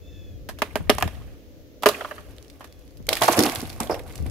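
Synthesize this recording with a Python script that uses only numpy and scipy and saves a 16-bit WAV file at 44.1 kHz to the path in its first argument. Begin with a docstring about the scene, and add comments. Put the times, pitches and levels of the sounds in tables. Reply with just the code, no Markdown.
"""A sawn limb tears off a yard tree: its hinge wood cracks in steps as bursts of tiny fractures
drive filters, over a ringing limb. Its twigs rustle, then snap and crackle on the lawn as noise grains
through resonances; the heavy wood knocks, bounces, scrapes and settles. Houses throw it back as filtered
echoes. Behind it, shaped noise makes a breeze rumbling on two microphones, traffic murmur and
airy hiss, and a far bird calls twice in wavering harmonics."""
import sys
import numpy as np
from scipy import signal
from scipy.fft import rfft, irfft, next_fast_len
from scipy.io import wavfile
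from scipy.ndimage import uniform_filter1d, minimum_filter1d

SR = 44100
rng = np.random.default_rng(int(sys.argv[2]) if len(sys.argv) > 2 else 0)


def transcribe(u):
    """Save the signal u as a 16-bit wav file named by the first command-line argument.

    u: samples, shape (n,) or (channels, n), limited to [-1, 1]; the rate is SR.
    q: integer samples, one column per channel.
    """
    v = np.clip(np.atleast_2d(u).T, -1, 1)
    q = np.round(v * 32767).astype(np.int16)
    wavfile.write(sys.argv[1], SR, q)


N = 189674
T = np.arange(N) / SR
HIT = T[:SR // 3]  # time axis of one short event

# fibre bundles breaking in the hinge
# (time [s], tear level [dB], ring level [dB], splinter level [dB], tear pitch [Hz], decay [s])
CRACKS = [(0.4882, -34.5, -37.5, -37, 1630, .012), (0.587, -43, -49, -43, 1640, .012),
          (0.619, -15.5, -24.5, -28, 2720, 0.0059), (0.7556, -20.5, -23.5, -30.5, 1550, 0.0071),
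          (0.8952, -11, -11.5, -22.5, 2970, 0.0094), (0.983, -22, -32, -30.5, 1075, 0.0045),
          (1.0095, -29.5, -45, -40.5, 1090, 0.0047), (1.024, -15.5, -30.5, -25.5, 1790, 0.0042),
          (1.076, -33.5, -41, -40, 1790, 0.0046), (1.823, -44, -39, -40, 1165, 0.0054),
          (1.833, -21.5, -32.5, -29, 1290, 0.0046), (1.8585, -2.5, -4.5, -10.5, 1900, .0036),
          (1.8649, -10.5, -38, -18, 1350, 0.0047), (1.887, -23.5, -24, -20, 1160, 0.006),
          (2.607, -39.5, -49, -52, 1170, 0.021), (2.642, -44.5, -52.5, -48, 1720, 0.015)]
# the limb while still on the tree (frequency [Hz], level at 0 dB ring [dB], fall by 60 dB [s])
HINGE_MODES = [(420, 3, .085), (598, 0, .07), (665, -6, .06)]
# weak breaks stir the upper modes more (dB per octave, for each dB under full strength)
RING_TILT = 0.56
# higher bending modes of the limb, stirred by tearing (frequency [Hz], width [Hz], level [dB])
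TEAR_MODES = [(1070, 130, 3), (1198, 97, 6), (1420, 26, -5.5), (1700, 234, 3.5), (2426, 91, -7),
              (3145, 34, -4.5)]
# spectra of tearing wood and of flying splinters (frequency [Hz], relative level [dB])
TEAR_COLOUR = [(300, -42), (700, 7.5), (1100, -3.5), (1700, -5.5), (2100, -5.5), (2900, -6), (3900, -22.5),
               (6000, -30)]
SPLINTER_COLOUR = [(1000, -64.5), (3000, 7), (4600, 4), (6500, 0.5), (9000, -3), (12500, 2.5), (16000, -9)]
# only a tear slower than FLEX_S has time to flex the whole limb; level against the ring
FLEX_DB, FLEX_S = -3, 0.0037
# loose bits trickle from the hinge after each break; level against the tear
SHED_DB, SHED_RELEASE_S = -44.5, 0.17

# the loudest twigs and splinters snapping (time [s], level [dB], pitch [Hz], decay scale [s])
SNAPS = [(0.7718, -44, 8600, 0.011), (0.899, -15, 3920, 0.0037), (0.95, -37, 8950, 0.0018),
         (1.002, -37, 9300, 0.0023), (2.383, -46.5, 3450, 0.0012), (2.426, -48, 6360, .0027),
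         (2.499, -47.5, 4540, 0.0087), (2.971, -52, 5000, 0.0047), (3.068, -39.5, 6000, 0.0036),
         (3.0893, -14, 3970, 0.0044), (3.129, -18, 3700, 0.0093), (3.153, -26.5, 4500, 0.0036),
         (3.169, -24, 2540, 0.0088), (3.22, -17.5, 3300, 0.0056), (3.234, -21, 5400, 0.013),
         (3.283, -25.5, 5300, 0.0066), (3.322, -25.5, 6760, 0.019), (3.3904, -14, 5470, .004),
         (3.405, -20.5, 4700, 0.0022), (3.425, -24, 4590, .003), (3.435, -17.5, 5270, 0.0043),
         (3.497, -26, 3970, 0.002), (3.55, -29, 9700, 0.004), (3.557, -26.5, 4230, 0.0037),
         (3.605, -32, 4660, 0.0026), (3.7, -34.5, 4200, .0034), (3.8029, -24.5, 6830, 0.0042),
         (3.8318, -34.5, 5600, .0042), (3.943, -35, 2520, 0.014), (3.993, -41, 2440, 0.0081),
         (4.155, -40, 6800, 0.0071), (4.263, -41, 1240, .008)]
# spectrum of breaking twigs (frequency [Hz], relative level [dB])
TWIG_COLOUR = [(60, -53.5), (300, 5.5), (900, -4), (2000, 4.5), (4500, -3), (7000, -4.5), (12000, 2.5),
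               (16000, -9)]
# weaker twigs snap at random: rate, level at 0 dB stir and its spread, pitch and its spread, decay scale
STRAY_PER_S, STRAY_DB, STRAY_SCATTER_DB = 20, -8, 3
STRAY_HZ, STRAY_OCTAVES, STRAY_DECAY_S = 5800, .4, .004
STRAY_GROWTH = 0.7  # dB of snap per dB of stir

# branches and butt striking the lawn (time [s], level [dB], pitch [Hz], decay [s])
BLOWS = [(3.084, -25.5, 542, 0.011), (3.104, -28, 570, 0.022), (3.1246, -24, 636, .008),
         (3.216, -15.5, 710, 0.013), (3.230, -22, 730, 0.017), (3.279, -8.5, 760, 0.01),
         (3.293, -19.5, 313, 0.015), (3.329, -26, 816, 0.036), (3.369, -21.5, 487, .012),
         (3.382, -12, 330, 0.027), (3.404, -21.5, 360, 0.019), (3.45, -22, 694, 0.018),
         (3.465, -22, 335, 0.017), (3.569, -34, 124.7, 0.048), (3.626, -26.5, 151, 0.0087),
         (3.799, -27.5, 860, 0.011), (3.805, -23, 248, 0.02), (3.835, -34.5, 560, 0.049),
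         (3.895, -18.5, 449, 0.0073), (3.903, -21.5, 487, 0.04), (4.257, -33.5, 253, 0.013)]
BLOW_RISE_S = 0.00293  # the turf gives before it stops the wood
# the loose limb (frequency [Hz], width [Hz], relative level [dB])
LIMB_MODES = [(96, 74, 14), (170, 260, -6.5), (244, 45, -2), (317, 37, 6.5), (470, 43, 2.5), (520, 96, -10),
              (663, 140, 0), (723, 150, 5.5), (880, 69, 0), (1075, 93, 3), (1115, 72, 2.5), (1456, 220, 1),
              (2360, 100, -7.5)]
# the crown pressing into the lawn: tips, side branch, full weight, two rebounds, settling
# (time [s], stir level [dB], release [s])
CRUSH = [(3.10, -40.5, 0.25), (3.208, -28, 0.17), (3.358, -28, 0.1), (3.799, -38, 0.034),
         (3.89, -41, 0.033), (4.058, -56.5, 1)]
CRUSH_ATTACK_S = 0.011
# twigs rustle while the crown swings down (start [s], length [s], stir level [dB])
SWING = (2.15, 0.99, -69)
# a branch scraping as the limb settles
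SCRAPE_S, SCRAPE_DB, SCRAPE_ATTACK_S, SCRAPE_RELEASE_S = 3.893, -37, .022, 0.015
SQUEAL_HZ, SQUEAL_WIDTH_HZ = 5250, 450

# echoes off houses and fences (delay [s], level [dB], centre [Hz], width [Hz])
ECHOES = [(0.052, -20.5, 3470, 737), (0.084, -10, 2260, 350), (0.149, -21, 1503, 2270),
          (.187, -22.5, 1216, 2450), (.251, -25, 1400, 2200), (0.321, -30.5, 1360, 2460)]
# how squarely the breaking wood faces the houses as the limb swings out (time [s], level [dB])
FACING = [(0, 25), (.8, -18), (1.0, -15.5), (1.3, 1), (1.8, -2), (2.6, -15), (4.3, 16)]
# colour of the scattered tail (frequency [Hz], level [dB])
YARD_COLOUR = [(60, 0.5), (250, 1.5), (600, -6), (1200, -6.5), (2500, -1.5), (6000, -0.5), (15000, 1.5)]
# the microphone pair: side against mid, then left against right (frequency [Hz], level difference [dB])
WIDTH = [(100, -36), (400, -24), (900, -11.5), (1400, -2), (2200, -4.5), (4000, -1), (15000, -1)]
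LEAN = [(60, 4.5), (200, -1), (400, -3), (700, -4.5), (1300, -3), (2400, -3.5), (4400, -8), (8000, -4),
        (15000, -1.5)]
TOP_HZ = 15600

# gusts that swell and die on the microphones (start [s], length [s], relative level [dB])
GUSTS = [(-.4, 1.7, -46), (0.733, 0.38, -36), (1.047, .32, -39.5), (2.122, 0.35, -49.5), (2.9, 0.38, -45.5),
         (3.246, 1.13, -42.5), (4.122, .36, -33.5)]
CALM_DB = -52.5  # the breeze between gusts, on the same scale
# strong puffs of air on the microphones (time [s], relative level [dB], pitch [Hz])
PUFFS = [(0.798, -26.5, 142), (0.869, -32, 64), (1.031, -24.5, 115), (1.054, -21.5, 92),
         (1.191, -39.5, 74.5), (2.193, -45, 132), (3.0, -36, 125), (4.2, -26.5, 83.3), (4.222, -32, 140)]
# spectrum of the breeze (frequency [Hz], relative level [dB])
RUMBLE_COLOUR = [(15, -21), (30, -5.5), (55, 4), (85, 4), (130, -6), (220, -13.5), (500, -65.5)]
# the bird's two nasal calls (start [s], length [s], pitch [Hz], level [dB])
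CALLS_OF_BIRD = [(0.0, 0.5, 878, -57.5), (2.6, 0.42, 858, -68.5)]
# the overtones of a call (multiple of the pitch [1], relative level [dB])
CALL_HARMONICS = [(2, -12), (3, -6.5), (4, -1.5), (5, -23), (6, -17), (7, -17), (8, -15), (10, -34)]
# each call scoops up to its pitch, then sags as it runs out (shares of the pitch; s)
SCOOP, SAG, SCOOP_S = 0.078, 0.15, 0.0148
CALL_SKEW = 0.57  # under 1: loudest before the middle
# distant traffic before its slight wander (time [s], level [dB])
TRAFFIC = [(0, -53.5), (.5, -51), (1.3, -52), (1.8, -52.5), (2.4, -52.5), (2.9, -54), (4.3, -47.5)]
# spectra of the traffic and of the airy hiss (frequency [Hz], relative level [dB])
TRAFFIC_COLOUR = [(60, -44.5), (170, -16), (280, 8.5), (380, -1), (520, 3), (700, -10), (950, -37),
                  (2000, -82)]
AIR_COLOUR = [(300, 13), (1000, -2), (2000, -1), (3500, -2), (6500, -4), (8500, -17), (10500, -12),
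              (12800, -5.5), (16000, -7)]


def undb(db):
    """Decibels to gain."""
    return 10 ** (np.asarray(db) / 20)


def curve(rows, axis=1):
    """One column of a time table at every sample."""
    rows = np.asarray(rows)
    return np.interp(T, rows[:, 0], rows[:, axis])


def colour(x, points):
    """Causal, minimum-phase filter with a (frequency [Hz], level [dB]) response."""
    size = 2 * next_fast_len(x.shape[-1])
    hz, db = np.transpose(points)
    f = np.maximum(np.arange(size // 2 + 1) * SR / size, 1)
    response_db = np.interp(np.log(f), np.log(hz), db)
    # folding the cepstrum onto positive times makes the filter causal
    cepstrum = irfft(np.log(undb(response_db)))
    cepstrum[1:size // 2] *= 2
    cepstrum[size // 2 + 1:] = 0
    return irfft(rfft(x, size) * np.exp(rfft(cepstrum)))[..., :x.shape[-1]]


def band(x, hz, width_hz):
    """One resonance, gain 1 at its centre."""
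    centre_hz = min(hz, SR / 2 - SR / 20)
    sharpness = hz / min(width_hz, SR / 2 - SR / 10)
    return signal.lfilter(*signal.iirpeak(centre_hz, sharpness, SR), x)


def resonances(x, modes):
    """A body's bending modes, all driven by the same force."""
    return sum(undb(db) * band(x, hz, width_hz) for hz, width_hz, db in modes)


def unit(x):
    """Scale to rms 1."""
    return x / np.sqrt(np.mean(x ** 2))


def loudest(x, db):
    """Scale each row by itself so that its loudest 5 ms has this level."""
    power = uniform_filter1d(x ** 2, size=220)
    return x * undb(db) / np.sqrt(power.max(axis=-1, keepdims=True))


def walk(rate):
    """Smooth random wander through `rate` knots a second, spread near 1."""
    knots = rng.standard_normal(int(T[-1] * rate) + 2)
    return np.interp(T * rate, np.arange(len(knots)), knots)


def grains(rate, spread_db, size):
    """Tiny fractures of very uneven strength, as mid and side rows."""
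    present = rng.random((2, size)) < rate / SR
    strength_db = spread_db * np.minimum(rng.exponential(size=(2, size)), 4)
    return present * rng.standard_normal((2, size)) * undb(strength_db)


def add(out, s, sound):
    """Mix a sound in at a time."""
    i = int(s * SR)
    out[:, i:i + sound.shape[-1]] += sound[..., :N - i]


def swell(s, db, attack_s, release_s):
    """Gain that rises from a moment and then dies away."""
    age = np.maximum(T - s, 0)
    rise = np.minimum(age / attack_s, 1)
    return undb(db) * rise * np.exp(-np.maximum(age - attack_s, 0) / release_s)


def arch(s, length_s, db, skew=1):
    """Gain that comes and goes in one smooth arc."""
    return undb(db) * np.sin(np.pi * np.clip((T - s) / length_s, 0, 1) ** skew)


def together(gains):
    """Gain of several unrelated sounds: their powers add."""
    return np.sqrt(sum(gain ** 2 for gain in gains))


def fracture(decay_s, rate=9000, spread_db=3, first=5):
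    """After a very short rise, one main fibre gives way and a dying cascade of others follows."""
    rise_s = .0007
    envelope = np.exp(-HIT / decay_s) * np.minimum(HIT / rise_s, 1)
    cascade = unit(grains(rate, spread_db, len(HIT))) * envelope
    cascade[:, int(rise_s * SR)] += first * np.sqrt(decay_s * SR) / 10
    return cascade


def hinge_ring(ring_db):
    """Decaying sines of the limb on the tree; neighbouring modes swing against each other."""
    tilt = -RING_TILT * ring_db
    lowest_hz = HINGE_MODES[0][0]
    ring = 0
    for k, (hz, db, t60) in enumerate(HINGE_MODES):
        level_db = db + tilt * np.log2(hz / lowest_hz) - 60 * HIT / t60
        ring = ring + (-1) ** k * undb(level_db) * np.sin(2 * np.pi * hz * HIT)
    return loudest(ring, ring_db)


def limb_flex(ring_db, decay_s):
    """A soft, short low note as the whole limb bends; quick tears barely excite it."""
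    flex_db = ring_db + FLEX_DB - 20 * np.log10(1 + (FLEX_S / decay_s) ** 4)
    envelope = np.exp(-HIT / 0.0036) * (1 - np.exp(-HIT / 0.0037))
    return loudest(np.sin(2 * np.pi * 245 * HIT) * envelope, flex_db)


def cracks():
    """Each break flexes the limb, rings it, tears the grain and throws splinters."""
    out = np.zeros((2, N))
    for s, tear_db, ring_db, splinter_db, tear_hz, decay_s in CRACKS:
        fibres = colour(fracture(decay_s, first=2.76), TEAR_COLOUR)
        fibres = fibres + resonances(fibres, TEAR_MODES)
        # each bundle favours the note of its own length
        tear = fibres + undb(1) * band(fibres, tear_hz, tear_hz * 0.12)
        burst = fracture(decay_s * 0.81, rate=5500, spread_db=2.5, first=2.9)
        splinters = colour(burst, SPLINTER_COLOUR)
        add(out[:1], s, hinge_ring(ring_db) - limb_flex(ring_db, decay_s))
        add(out, s, loudest(tear, tear_db) + loudest(splinters, splinter_db))
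    lowest_hz = 150  # the breaks carry no deep bass
    return signal.sosfilt(signal.butter(3, lowest_hz, "high", fs=SR, output="sos"), out)


def blows():
    """Bark grinds into turf, stops with a knock and rings the limb; each blow has its own note."""
    out = np.zeros((2, N))
    for s, db, hz, decay_s in BLOWS:
        envelope = np.minimum(HIT / BLOW_RISE_S, 1) * np.exp(-HIT / decay_s)
        push = unit(grains(2500, 1.8, len(HIT))) * envelope
        push[0, int(BLOW_RISE_S * SR)] += 4  # the knock
        thud = resonances(push, LIMB_MODES) + undb(3.5) * push
        add(out, s, loudest(band(band(thud, hz, hz * 0.47), hz, hz * 2), db))
    return out


def stirring():
    """How hard the crown's twigs are worked: lightly in the swing, then at each contact with the lawn."""
    presses = [swell(s, db, CRUSH_ATTACK_S, release_s) for s, db, release_s in CRUSH]
    return together([arch(*SWING)] + presses)


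def snap(db, hz, decay_s):
    """A dry twig: a sharp click and the brief note of the stub."""
    burst = fracture(decay_s * 0.55, rate=14000, spread_db=3.0, first=2.4)
    click = colour(burst, TWIG_COLOUR)
    return loudest(undb(-12.5) * click + band(click, hz, hz * 0.49), db)


def snaps():
    """The loud snaps, and stray ones that grow louder as the crown is stirred harder."""
    out, stir = np.zeros((2, N)), stirring()
    for s, db, hz, decay_s in SNAPS:
        add(out, s, snap(db, hz, decay_s))
    # one stray twig at a random moment of each slot
    for slot in np.arange(SWING[0], T[-1] - 1 / STRAY_PER_S, 1 / STRAY_PER_S):
        s = slot + rng.random() / STRAY_PER_S
        strength, size = rng.standard_normal(2)
        hz = STRAY_HZ * 2 ** (STRAY_OCTAVES * size)
        twig = snap(STRAY_DB + STRAY_SCATTER_DB * strength, hz, STRAY_DECAY_S)
        add(out, s, stir[int(s * SR)] ** STRAY_GROWTH * twig)
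    return out


def crush():
    """Many thin twigs break, each size with its own note, with sticks knocking and a swish of grass."""
    sizes_hz = np.geomspace(2200, 14000, num=9)
    crackle = sum(unit(band(grains(330, 4, N), hz, hz * 0.16)) for hz in sizes_hz)
    swish = unit(rng.standard_normal((2, N)))
    twigs = unit(colour(unit(crackle) + undb(-2.0) * swish, TWIG_COLOUR))
    knocks = grains(660, 0.89, N)
    sticks = unit(band(resonances(knocks, LIMB_MODES), 530, 770))
    bunches_db = 3 * walk(110)  # twigs give way in bunches
    # bits shed by the hinge share this texture
    shed = [swell(s, tear_db + SHED_DB, CRUSH_ATTACK_S, SHED_RELEASE_S) for s, tear_db, *_ in CRACKS]
    return (twigs + undb(2.5) * sticks) * together(shed + [stirring()]) * undb(bunches_db)


def scrape():
    """Sticking and slipping bark makes a thin branch squeal: dense grains through a narrow resonance."""
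    squeal = band(grains(1800, 6.1, N), SQUEAL_HZ, SQUEAL_WIDTH_HZ)
    squeal = unit(band(squeal, SQUEAL_HZ, 2 * SQUEAL_WIDTH_HZ))
    return squeal * swell(SCRAPE_S, SCRAPE_DB, SCRAPE_ATTACK_S, SCRAPE_RELEASE_S)


def yard(aloft, lawn):
    """Walls and fences send back smeared, coloured echoes; trees and roofs scatter a faint tail."""
    t = T[:SR * 3 // 2]
    # a quick and a slow decay, falling 60 dB in 0.13 s and 1.27 s
    decay = undb(-37.0 - 60 * t / 0.13) + undb(-57.5 - 60 * t / 1.27)
    rise = np.minimum(t / 0.0061, 1)
    scatter = colour(rng.standard_normal((2, len(t))) * decay * rise, YARD_COLOUR)
    walls = 0
    for delay_s, db, hz, width_hz in ECHOES:
        envelope = (t >= delay_s) * np.exp(-abs(t - delay_s) / .005)
        smear = unit(rng.standard_normal((2, len(t))) * envelope) / np.sqrt(len(t))
        walls = walls + undb(db) * band(band(smear, hz, width_hz), hz, 2 * width_hz)
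    # the lawn reaches the houses at half strength, the tree as it faces them
    outward = aloft * undb(curve(FACING)) + lawn / 2
    echoes = signal.fftconvolve(outward[:1], walls, axes=1)
    tail = signal.fftconvolve((aloft + lawn)[:1], scatter, axes=1)
    # ever-changing paths blur the pitch of what comes back
    path_s = .00025 * walk(220)
    return np.array([np.interp(T - path_s, T, row[:N]) for row in echoes + tail])


def microphones(mid_side):
    """Bass is nearly alike at both ports, treble is not; above the bass the right is louder."""
    mid, side = mid_side[0], colour(mid_side[1], WIDTH)
    ports = []
    for sign in (1, -1):
        half_lean = [(hz, sign * db / 2) for hz, db in LEAN]
        ports.append(colour(mid + sign * side, half_lean))
    return np.array(ports)


def breeze():
    """Eddies rumble at each port separately; now and then a stronger puff thumps."""
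    wind = together([undb(CALM_DB)] + [arch(*gust) for gust in GUSTS])
    rumble = unit(colour(rng.standard_normal((2, N)), RUMBLE_COLOUR))
    out = rumble * wind * undb(1.3 * walk(24) + 3.0)
    for s, db, hz in PUFFS:
        eddy = rng.standard_normal((2, len(HIT))) * np.exp(-HIT / .012)
        add(out, s, loudest(band(band(eddy, hz, hz), hz, hz), db))
    return out * undb(np.array([[1.8], [-1.8]]))  # stronger on the left


def bird():
    """Harsh, falling nasal calls from far off: in each call two unsteady, wavering harmonic voices overlap."""
    out = 0
    for s, length_s, hz, call_db in CALLS_OF_BIRD:
        age = np.clip(T - s, 0, length_s)
        pitch = hz * (1 - SCOOP * np.exp(-age / SCOOP_S) - SAG * (age / length_s) ** 3)
        voice = 0
        for _ in range(2):
            rough_pitch = pitch * (1 + .021 * walk(600))
            phase = 2 * np.pi * np.cumsum(rough_pitch) / SR
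            for k, db in CALL_HARMONICS:
                voice = voice + undb(db + 2 * walk(56)) * np.sin(k * phase)
        out = out + unit(voice) * undb(call_db) * arch(s, length_s, 0, CALL_SKEW) ** 2
    return out


def street():
    """Far traffic, mostly alike in both ears, under a thin airy hiss: two bands of shaped noise."""
    shared = rng.standard_normal(N)
    separate = rng.standard_normal((2, N)) / 2
    traffic = unit(colour(shared + separate, TRAFFIC_COLOUR))
    traffic = traffic * undb(curve(TRAFFIC) + 0.2 * walk(9.1))
    air = unit(colour(rng.standard_normal((2, N)), AIR_COLOUR))
    return traffic + air * undb(-57.5 + walk(5.8) / 2)


def scene():
    """The limb in the tree and on the lawn, the yard's answer, and the quiet day around them."""
    aloft = cracks()
    lawn = blows() + snaps() + crush() + scrape()
    limb = microphones(aloft + lawn + yard(aloft, lawn))
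    return limb + breeze() + bird() + street()


def record(dry):
    """A fast limiter holds the loudest cracks at full scale; the top is cut."""
    x = signal.sosfilt(signal.ellip(8, .2, 70, TOP_HZ, fs=SR, output="sos"), dry)
    room_left = 1 / np.maximum(abs(x).max(axis=0), 1)
    return x * uniform_filter1d(minimum_filter1d(room_left, size=65), size=65)


dry = scene()
out = record(dry)
transcribe(out)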